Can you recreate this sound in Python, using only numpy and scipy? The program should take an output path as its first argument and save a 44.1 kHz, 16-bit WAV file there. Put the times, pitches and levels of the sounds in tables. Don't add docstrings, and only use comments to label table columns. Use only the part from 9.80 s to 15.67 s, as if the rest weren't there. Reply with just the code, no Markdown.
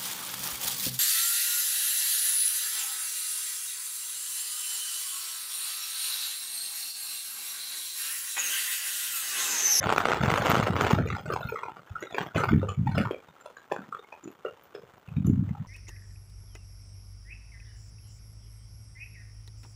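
import sys
import numpy as np
from scipy import signal
from scipy.io import wavfile
from scipy.ndimage import uniform_filter1d

SR = 44100
rng = np.random.default_rng(int(sys.argv[2]) if len(sys.argv) > 2 else 0)


def output_pcm(signal):
    pcm = np.clip(np.atleast_2d(signal).T, -1, 1) * 32767
    wavfile.write(sys.argv[1], SR, np.round(pcm).astype(np.int16))


def field_ratio(decibels):
    return 10 ** (np.asarray(decibels, dtype=float) / 20)


N = 258867


def evened(x):
    return x / np.sqrt(np.mean(x ** 2) + 1e-20)


def read(points, hz):
    f, value = np.transpose(points)
    return np.interp(np.log(hz + 1), np.log(f + 1), value)


def add(mix, s, sound):
    part = mix[round(s * SR):][:len(sound)]
    part += sound[:len(part)]


def colour(x, points):
    hz = abs(np.fft.fftfreq(8192, 1 / SR))
    log_gain = np.log(field_ratio(np.maximum(read(points, hz), -100)))
    taps = np.fft.ifft(np.exp(np.conj(signal.hilbert(log_gain)))).real[:4096]
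    return signal.oaconvolve(x, taps / np.linalg.norm(taps))[:N]


def ring(hz, rise_s, fall_s):
    t = np.arange(3000) / SR
    envelope = (1 - np.exp(-t / rise_s)) * np.exp(-t / fall_s)
    return np.sin(2 * np.pi * hz * t) * envelope / envelope.max()


def slap(grit, splash_db=-18, splash_s=0.0021, thin_hz=120, soft_hz=9000):
    t = np.arange(len(grit)) / SR
    push = t == 0
    splash = field_ratio(splash_db) * grit * np.exp(-t / splash_s)
    return signal.lfilter(*signal.butter(1, (thin_hz, soft_hz), "band", fs=SR), push + splash)


def panel(hz):
    time_s = .0013 + 0.3 / hz
    return ring(hz, time_s, time_s)


def large_drops():
    # (time [s], slap level [dB], main ring [Hz], its level [dB], second ring [Hz], its level [dB])
    drops = [(.0707, 32.5, 1100, 4.5, 2790, -5), (.0936, 33, 1430, 10, 2600, 0),
             (.1039, 29, 1120, 7, 2620, 2), (.1163, 30, 830, -1, 2460, -5),
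             (.1253, 37.5, 840, 4.5, 4870, 3), (.1626, 35, 945, -6, 2600, -9),
             (.1819, 40, 1450, 14, 2400, 13), (.2053, 33, 1420, 8, 3330, 2),
             (.2554, 39, 1220, 3.5, 2120, 5), (.3186, 36.5, 1350, 2, 2020, 7),
             (.3294, 24, 1435, 7, 2550, 5), (.4368, 32.5, 810, -8, 3730, 2),
             (.5037, 35.5, 1340, -1, 2030, 10), (.5399, 37, 950, -3, 1990, 8),
             (.558, 12, 1300, -2.5, 2650, 2), (.5771, 16, 1300, -1, 2760, 1),
             (.6226, 28.5, 1436, 4, 3250, -3), (.6615, 31, 1070, -12, 2210, 4),
             (.6834, 33, 724, 5, 2070, 1), (.7014, 35, 14000, 19, 1340, 2),
             (.7076, 36.5, 1420, -7, 2160, 1), (.7173, 38.5, 1330, 4, 3000, -4),
             (.7457, 35, 610, -7, 2800, 2), (.7543, 35.5, 1300, 5.5, 2860, 6),
             (.781, 29.5, 1400, -12, 3260, 0), (.8296, 30.5, 1310, -1, 2110, 1),
             (.87, 33, 543, -1, 2850, 4), (.8836, 29.5, 673, 4.5, 2230, -2), (1.0109, 39, 1390, 7, 6350, 6),
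             (1.0494, 33, 950, -8, 2580, 7), (1.0681, 32.5, 920, -3, 2820, 5),
             (1.1099, 36.5, 1064, 10, 3320, 4), (1.188, 32.5, 654, 5.5, 1230, -3),
             (1.239, 19, 1254, -0.5, 3570, 5), (1.275, 25, 2400, 5, 1150, -2),
             (1.288, 34, 6110, -2, 2265, 3.5), (1.304, 31.5, 1210, 5, 1970, 5),
             (1.352, 34.5, 1250, -8, 5830, 4), (1.458, 33.5, 1385, -3.5, 460, -6.5),
             (1.5035, 34.5, 1210, 4.5, 443, 2), (1.563, 36.5, 885, 3, 6550, 2.5),
             (1.609, 18, 2640, 5, 600, 2), (1.632, 28.5, 1402, 5, 3580, 7.5), (1.69, 18, 2560, 8, 1380, 2),
             (1.724, 26, 463, -5.5, 2423, 0), (1.76, 25, 1296, 3, 2020, 4.5),
             (1.835, 35.5, 508, 1, 967, 3.5), (1.8847, 34, 824, 4, 1240, -10),
             (1.969, 34.5, 1380, -0.5, 2770, -3), (2.157, 32.5, 1320, 2, 1800, -11),
             (2.208, 18, 6730, 7, 12800, 6), (2.227, 37, 359, 6, 2070, -1.5), (2.272, 21, 3750, 6, 1386, 3),
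             (2.327, 31, 689, 4.5, 3480, 9), (2.347, 38, 680, 8, 2470, 5), (2.384, 41, 1626, 10, 950, 2.5),
             (2.471, 28.5, 3385, 6.5, 13400, 6), (2.549, 37, 715, 8.5, 1420, 2),
             (2.562, 37, 496, 4, 2670, 10.5), (2.6375, 39, 837, 7, 1410, 9),
             (2.687, 32.5, 3570, -13, 1435, 5.5), (2.8175, 35, 1220, 2.5, 3500, -4),
             (2.831, 35, 510, 4, 940, 1), (2.888, 34.5, 4600, 4, 2607, -4.5),
             (2.892, 35.5, 7070, 12.5, 1140, 6.5), (3.073, 30.5, 890, 2, 3750, 3),
             (3.154, 33.5, 1347, 0.5, 472, 1.5), (3.17, 26.5, 2880, 5, 1400, -1.5),
             (3.182, 40, 1460, -5, 4540, 1), (3.215, 36, 7100, 6, 2960, 3),
             (3.259, 34, 1400, 5, 2300, -1.5), (3.311, 39.5, 392, 8, 1978, -8),
             (3.613, 31.5, 11470, 6, 7260, 3.5), (3.661, 36.5, 570, -3, 9300, 4),
             (3.771, 35, 1555, 9.5, 6914, 5.5), (3.902, 29, 1040, 5, 393, -12),
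             (3.917, 35.5, 467, 1, 1760, 6), (3.922, 40, 996, 3, 2570, 2), (3.992, 31, 242, 2, 1000, -11),
             (4.021, 27.5, 1340, 3.5, 13600, 4), (4.033, 22, 248, -3.5, 336, -10),
             (4.09, 34, 230, -1.5, 410, -22), (4.128, 33, 1159, 8.5, 7750, 4.5),
             (4.149, 36, 450, -2, 3360, 4), (4.194, 32.5, 3570, 8.5, 470, -0.5),
             (4.247, 23, 2200, 5, 910, -1), (4.327, 34.5, 2520, 4.5, 830, -4.5),
             (4.438, 26, 340, 2, 7230, 6), (4.443, 31, 6956, 9.5, 6050, 4),
             (4.459, 16, 343, 3.5, 250, -4.5), (4.478, 35, 344, 7.5, 2616, 6.5),
             (4.516, 28, 12500, 6.5, 300, -5.5), (4.652, 35.5, 530, 3, 1153, 9.5),
             (4.662, 30, 1950, 6, 2760, 7.5), (4.838, 23, 14100, 6.5, 15200, 4),
             (4.951, 37.5, 437, 2, 3450, 8), (4.955, 20, 147, -5.5, 5150, 6),
             (4.963, 27, 1400, 0, 830, 0.5), (5.037, 23, 443, 2, 150, -6.5),
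             (5.291, 29, 2586, 5, 11280, 3.5), (5.369, 34, 3617, 4, 2310, 7.5),
             (5.447, 33.5, 3673, 2, 1300, -5), (5.468, 29.5, 11550, 12.5, 6200, 8.5),
             (5.4697, 34, 7100, 13.5, 10570, 10), (5.752, 29, 1330, 2.5, 904, 0),
             (5.85, 28, 1030, 5, 1530, -15)]
    spatter_db, spatter_hz, spatter_span_s = -40, (2200, 15210), 0.007
    out = np.zeros(N)
    grits = rng.standard_normal((len(drops), 600))
    for (s, slap_db, main_hz, main_db, second_hz, second_db), grit in zip(drops, grits):
        add(out, s, field_ratio(slap_db) * slap(grit, splash_db=-33.5, thin_hz=180, soft_hz=7130))
        rings = field_ratio(main_db) * panel(main_hz) + field_ratio(second_db) * panel(second_hz)
        add(out, s - .0025, rings)
        for pitch, late in rng.random((9, 2)):
            droplet_hz = np.exp(np.interp(pitch, (0, 1), np.log(spatter_hz)))
            droplet = field_ratio(slap_db + spatter_db) * ring(droplet_hz, 0.00089, 0.0025)
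            add(out, s + spatter_span_s * late, droplet)
    return out


def middling_drops():
    # (time [s], slap level [dB])
    slaps = [(0.1963, 21), (0.286, 35.5), (0.299, 27), (0.3073, 18), (0.334, 35), (0.348, 15), (0.3601, 24),
             (0.4652, 29), (0.487, 29), (.668, 37), (0.7264, 16), (0.7718, 33), (0.8003, 34), (0.925, 17),
             (0.9568, 30.5), (1.205, 23.5), (1.222, 25), (1.262, 29), (1.33, 28.5), (1.398, 26.5),
             (1.425, 27.5), (1.531, 23), (1.584, 21), (1.656, 27.5), (1.79, 25.5), (0.9652, 35),
             (0.9861, 27.5), (1.0205, 24), (1.0446, 28), (1.093, 6), (1.1177, 23), (1.15, 31.5),
             (1.3143, 30), (1.368, 32.5), (1.384, 27), (1.464, 27), (1.481, 26.5), (1.8552, 16), (1.87, 19),
             (1.919, 33), (1.949, 29), (1.994, 31.5), (2.033, 30.5), (2.193, 14), (2.365, 29),
             (2.376, 33.5), (2.4083, 30), (2.4146, 36), (2.4355, 28), (2.4642, 36), (2.5713, 37),
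             (2.5942, 24), (2.6223, 21), (2.6424, 33.5), (2.657, 24), (2.667, 21), (2.719, 25),
             (2.6903, 33.5), (2.848, 25), (3.1998, 31.5), (3.2096, 34.5), (3.249, 30), (3.273, 35),
             (3.333, 24), (3.3454, 32.5), (3.387, 27), (3.425, 31), (3.4465, 30), (3.4854, 27),
             (3.5538, 31), (3.9474, 26), (3.964, 36), (4.084, 28), (4.288, 33.5), (4.376, 29.5),
             (4.674, 25), (4.6962, 24), (4.7267, 22), (4.796, 28), (4.838, 18), (4.985, 28), (5.497, 32),
             (5.535, 31.5), (5.607, 26), (5.692, 33)]
    out = np.zeros(N)
    for (s, slap_db), grit in zip(slaps, rng.standard_normal((len(slaps), 600))):
        add(out, s, field_ratio(slap_db) * slap(grit, splash_db=-24.0, soft_hz=5850))
    return out


def patter(drops_per_s=380, spread_db=4, wash_db=-3.5):
    hit = rng.random(N) < drops_per_s / SR
    size = field_ratio(spread_db * np.minimum(rng.exponential(1, N), 2.4)) * hit
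    spot = rng.integers(0, 10, N)
    out = np.zeros(N)
    for k, grit in enumerate(rng.standard_normal((10, 600))):
        out += signal.oaconvolve(size * (spot == k), slap(grit))[:N]
    wash = field_ratio(wash_db) * rng.standard_normal(N)
    return evened(evened(out) + wash)


def ticks(ticks_per_s=160, loudest_db=-6, spread_db=7, range_hz=(3000, 15350)):
    out = np.zeros(N)
    for at, pitch, size in rng.random((int(ticks_per_s * N / SR), 3)):
        tick_hz = np.interp(pitch, (0, 1), range_hz)
        add(out, at * N / SR, field_ratio(loudest_db - spread_db * size) * ring(tick_hz, 0.0039, 0.0026))
    return out


def wind(lump_db=4, lump_s=0.011, thump_cycles=0.54):
    # (time [s], level [dB])
    gusts = [(0, -36), (0.38, -49), (.42, -35.5), (1.101, -32.5), (1.14, -33), (1.2, -25.5), (1.3, -31),
             (1.4, -36.5), (1.55, -34.5), (1.62, -45), (1.75, -38.5), (1.9, -82), (2.07, -74), (2.11, -74),
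             (2.5, -76), (2.551, -37.5), (2.6, -30.5), (2.691, -27.5), (2.75, -19.5), (2.809, -32),
             (2.95, -36.5), (2.99, -28), (3.1, -29.5), (3.2, -31), (3.302, -37.5), (3.5, -47.5), (3.7, -56),
             (4.1, -60), (4.4, -60), (4.55, -54), (4.75, -54), (4.95, -41.5), (5.08, -53), (5.24, -50),
             (5.28, -46), (5.331, -32), (5.382, -37), (5.5, -20.5), (5.64, -32.5), (5.8, -35),
             (5.87, -41.5)]
    # (frequency [Hz], relative gain [dB])
    buffet = [(20, -88), (40, -45), (62, -11), (95, 3.5), (160, -4), (230, -9), (374, -11.5), (540, -19.5),
              (900, -60)]
    # (centre [s], envelope peak [dB], frequency [Hz])
    thumps = [(0.065, -19.5, 148), (0.409, -17, 127), (0.437, -14.5, 158), (0.481, -16, 115),
              (0.524, -17, 142), (0.603, -22, 137), (0.698, -18.5, 176), (0.735, -16, 190),
              (0.773, -18, 180), (0.7982, -14.5, 180), (0.83, -19, 148), (0.904, -15, 155),
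              (1.021, -21, 154), (1.06, -27, 159), (1.135, -7.5, 155), (1.153, -22, 146), (1.208, -20, 178),
              (1.654, -22.5, 118), (2.114, -26.5, 82), (2.559, -20.5, 142), (2.58, -21.5, 127),
              (2.7115, -17, 176), (2.7331, -7.5, 254), (2.747, -10.5, 164), (2.7611, -10, 190),
              (2.79, -28, 159), (2.981, -19.5, 129), (2.996, -14.5, 156), (3.015, -16.5, 139),
              (3.034, -18, 134), (3.093, -15.5, 148), (3.125, -24.5, 120), (3.145, -22.5, 121),
              (3.173, -18.5, 190), (3.181, -16.5, 190), (3.206, -15, 203), (3.212, -20.5, 203),
              (5.284, -27.5, 137), (5.37, -16.5, 137), (5.3833, -14, 182), (5.406, -15.5, 165),
              (5.436, -22.5, 156), (5.453, -13, 166), (5.4837, -21, 163), (5.5, -9, 220),
              (5.5343, -11.5, 190), (5.559, -44, 154), (5.578, -18, 173), (5.595, -15, 150),
              (5.627, -16.5, 183), (5.7116, -16.5, 145), (5.803, -23.5, 133.6)]
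    gust_s, gust_db = np.transpose(gusts)
    smooth = uniform_filter1d(rng.standard_normal(N), int(lump_s * SR))
    lumps = evened(uniform_filter1d(smooth, 300))
    out = evened(colour(field_ratio(lump_db * lumps) * rng.standard_normal(N), buffet))
    out = out * field_ratio(np.interp(np.arange(N) / SR, gust_s, gust_db))
    t = np.arange(-.03, .03, 1 / SR)
    for s, peak_db, hz in thumps:
        envelope = field_ratio(peak_db) * np.exp(-(hz * t / thump_cycles) ** 2)
        phase = rng.uniform(0, 2 * np.pi)
        add(out, s + t[0], envelope * np.sin(2 * np.pi * hz * t + phase))
    return out


def scene():
    # (time [s], level [dB])
    shower = [(0, 3), (.05, 2.5), (.15, 1.5), (.23, 1), (.3, 2.5), (.42, 2), (.52, 5), (.62, 3), (.72, 3.5),
              (.94, 1), (1.1, 3), (1.25, 2.5), (1.449, 3.5), (1.75, 4), (1.92, 1), (2.1, 1), (2.22, 4),
              (2.3, 3), (2.36, 2.5), (2.403, 5), (2.525, 0.5), (2.56, 7), (2.75, 4), (2.95, 1),
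              (3.117, 4.5), (3.17, 6), (3.26, 4.5), (3.35, 2.5), (3.501, 1), (4.3, 1), (5.87, 1)]
    # (frequency [Hz], relative gain [dB])
    cloth = [(30, -13), (50, 2), (100, -5), (200, -4), (400, 1), (800, -0.5), (1080, -2), (1350, -1),
             (1650, -7), (2000, -9), (3200, -14), (5000, -22.5), (7000, -20.5), (10000, -30), (13000, -25),
             (15300, -17.5), (15800, -57)]
    rain_db = -34
    shower_s, shower_db = np.transpose(shower)
    small_rain = field_ratio(np.interp(np.arange(N) / SR, shower_s, shower_db)) * (patter() + ticks())
    rain = small_rain + large_drops() + middling_drops()
    return (field_ratio(rain_db) * colour(rain, cloth) + wind())[None]


def suppress(x, depth_db=28, knee_db=7, close_db_per_s=230):
    # (frequency [Hz], reduction [dB])
    wind_ease = [(60, 4), (150, 6.5), (300, 1.45)]
    fresh_db, learnt_db = (0.5, 6.5), (8, 10)
    learn_s, learn_span_s = 1.158, 0.037
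    creep_db, creep_s = 4.5, 1.37
    hz, t, z = signal.stft(x, SR, nperseg=768, noverlap=640)
    power_db = 10 * np.log10(abs(uniform_filter1d(abs(z) ** 2, size=3, axis=0)) + 1e-14)
    usual_db = uniform_filter1d(np.percentile(power_db, 23, axis=1), size=7)

    learnt = 1 / (1 + np.exp(np.clip((learn_s - t) / learn_span_s, -50, 50)))
    grown_db = creep_db * (1 - np.exp(-np.maximum(t - learn_s, 0) / creep_s))
    low_db, high_db = np.outer(fresh_db, 1 - learnt) + np.outer(learnt_db, learnt) + grown_db
    high = np.clip(np.log(hz + 1) / np.log(2) / 2.515 - 4.4, 0, 1)[:, None]
    margin_db = (1 - high) * low_db + high * high_db - read(wind_ease, hz)[:, None]

    excess_db = power_db - usual_db[:, None] - margin_db
    gain_db = depth_db * (np.clip(excess_db / knee_db, 0, 1) - 1)
    fall_db = close_db_per_s * t
    held_db = np.maximum.accumulate(gain_db + fall_db, axis=1) - fall_db
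    gain = field_ratio(uniform_filter1d(held_db, size=4, axis=1))
    return signal.istft(z * gain, SR, nperseg=768, noverlap=640)[1][:N]


def band_limit(x):
    return signal.sosfilt(signal.butter(12, 16510, fs=SR, output="sos"), x)


def record(dry):
    cut = signal.lfilter(*signal.butter(2, 70, "high", fs=SR), dry[0])
    mix = suppress(cut)[None]
    return band_limit(mix)


dry = scene()
out = record(dry)
output_pcm(out)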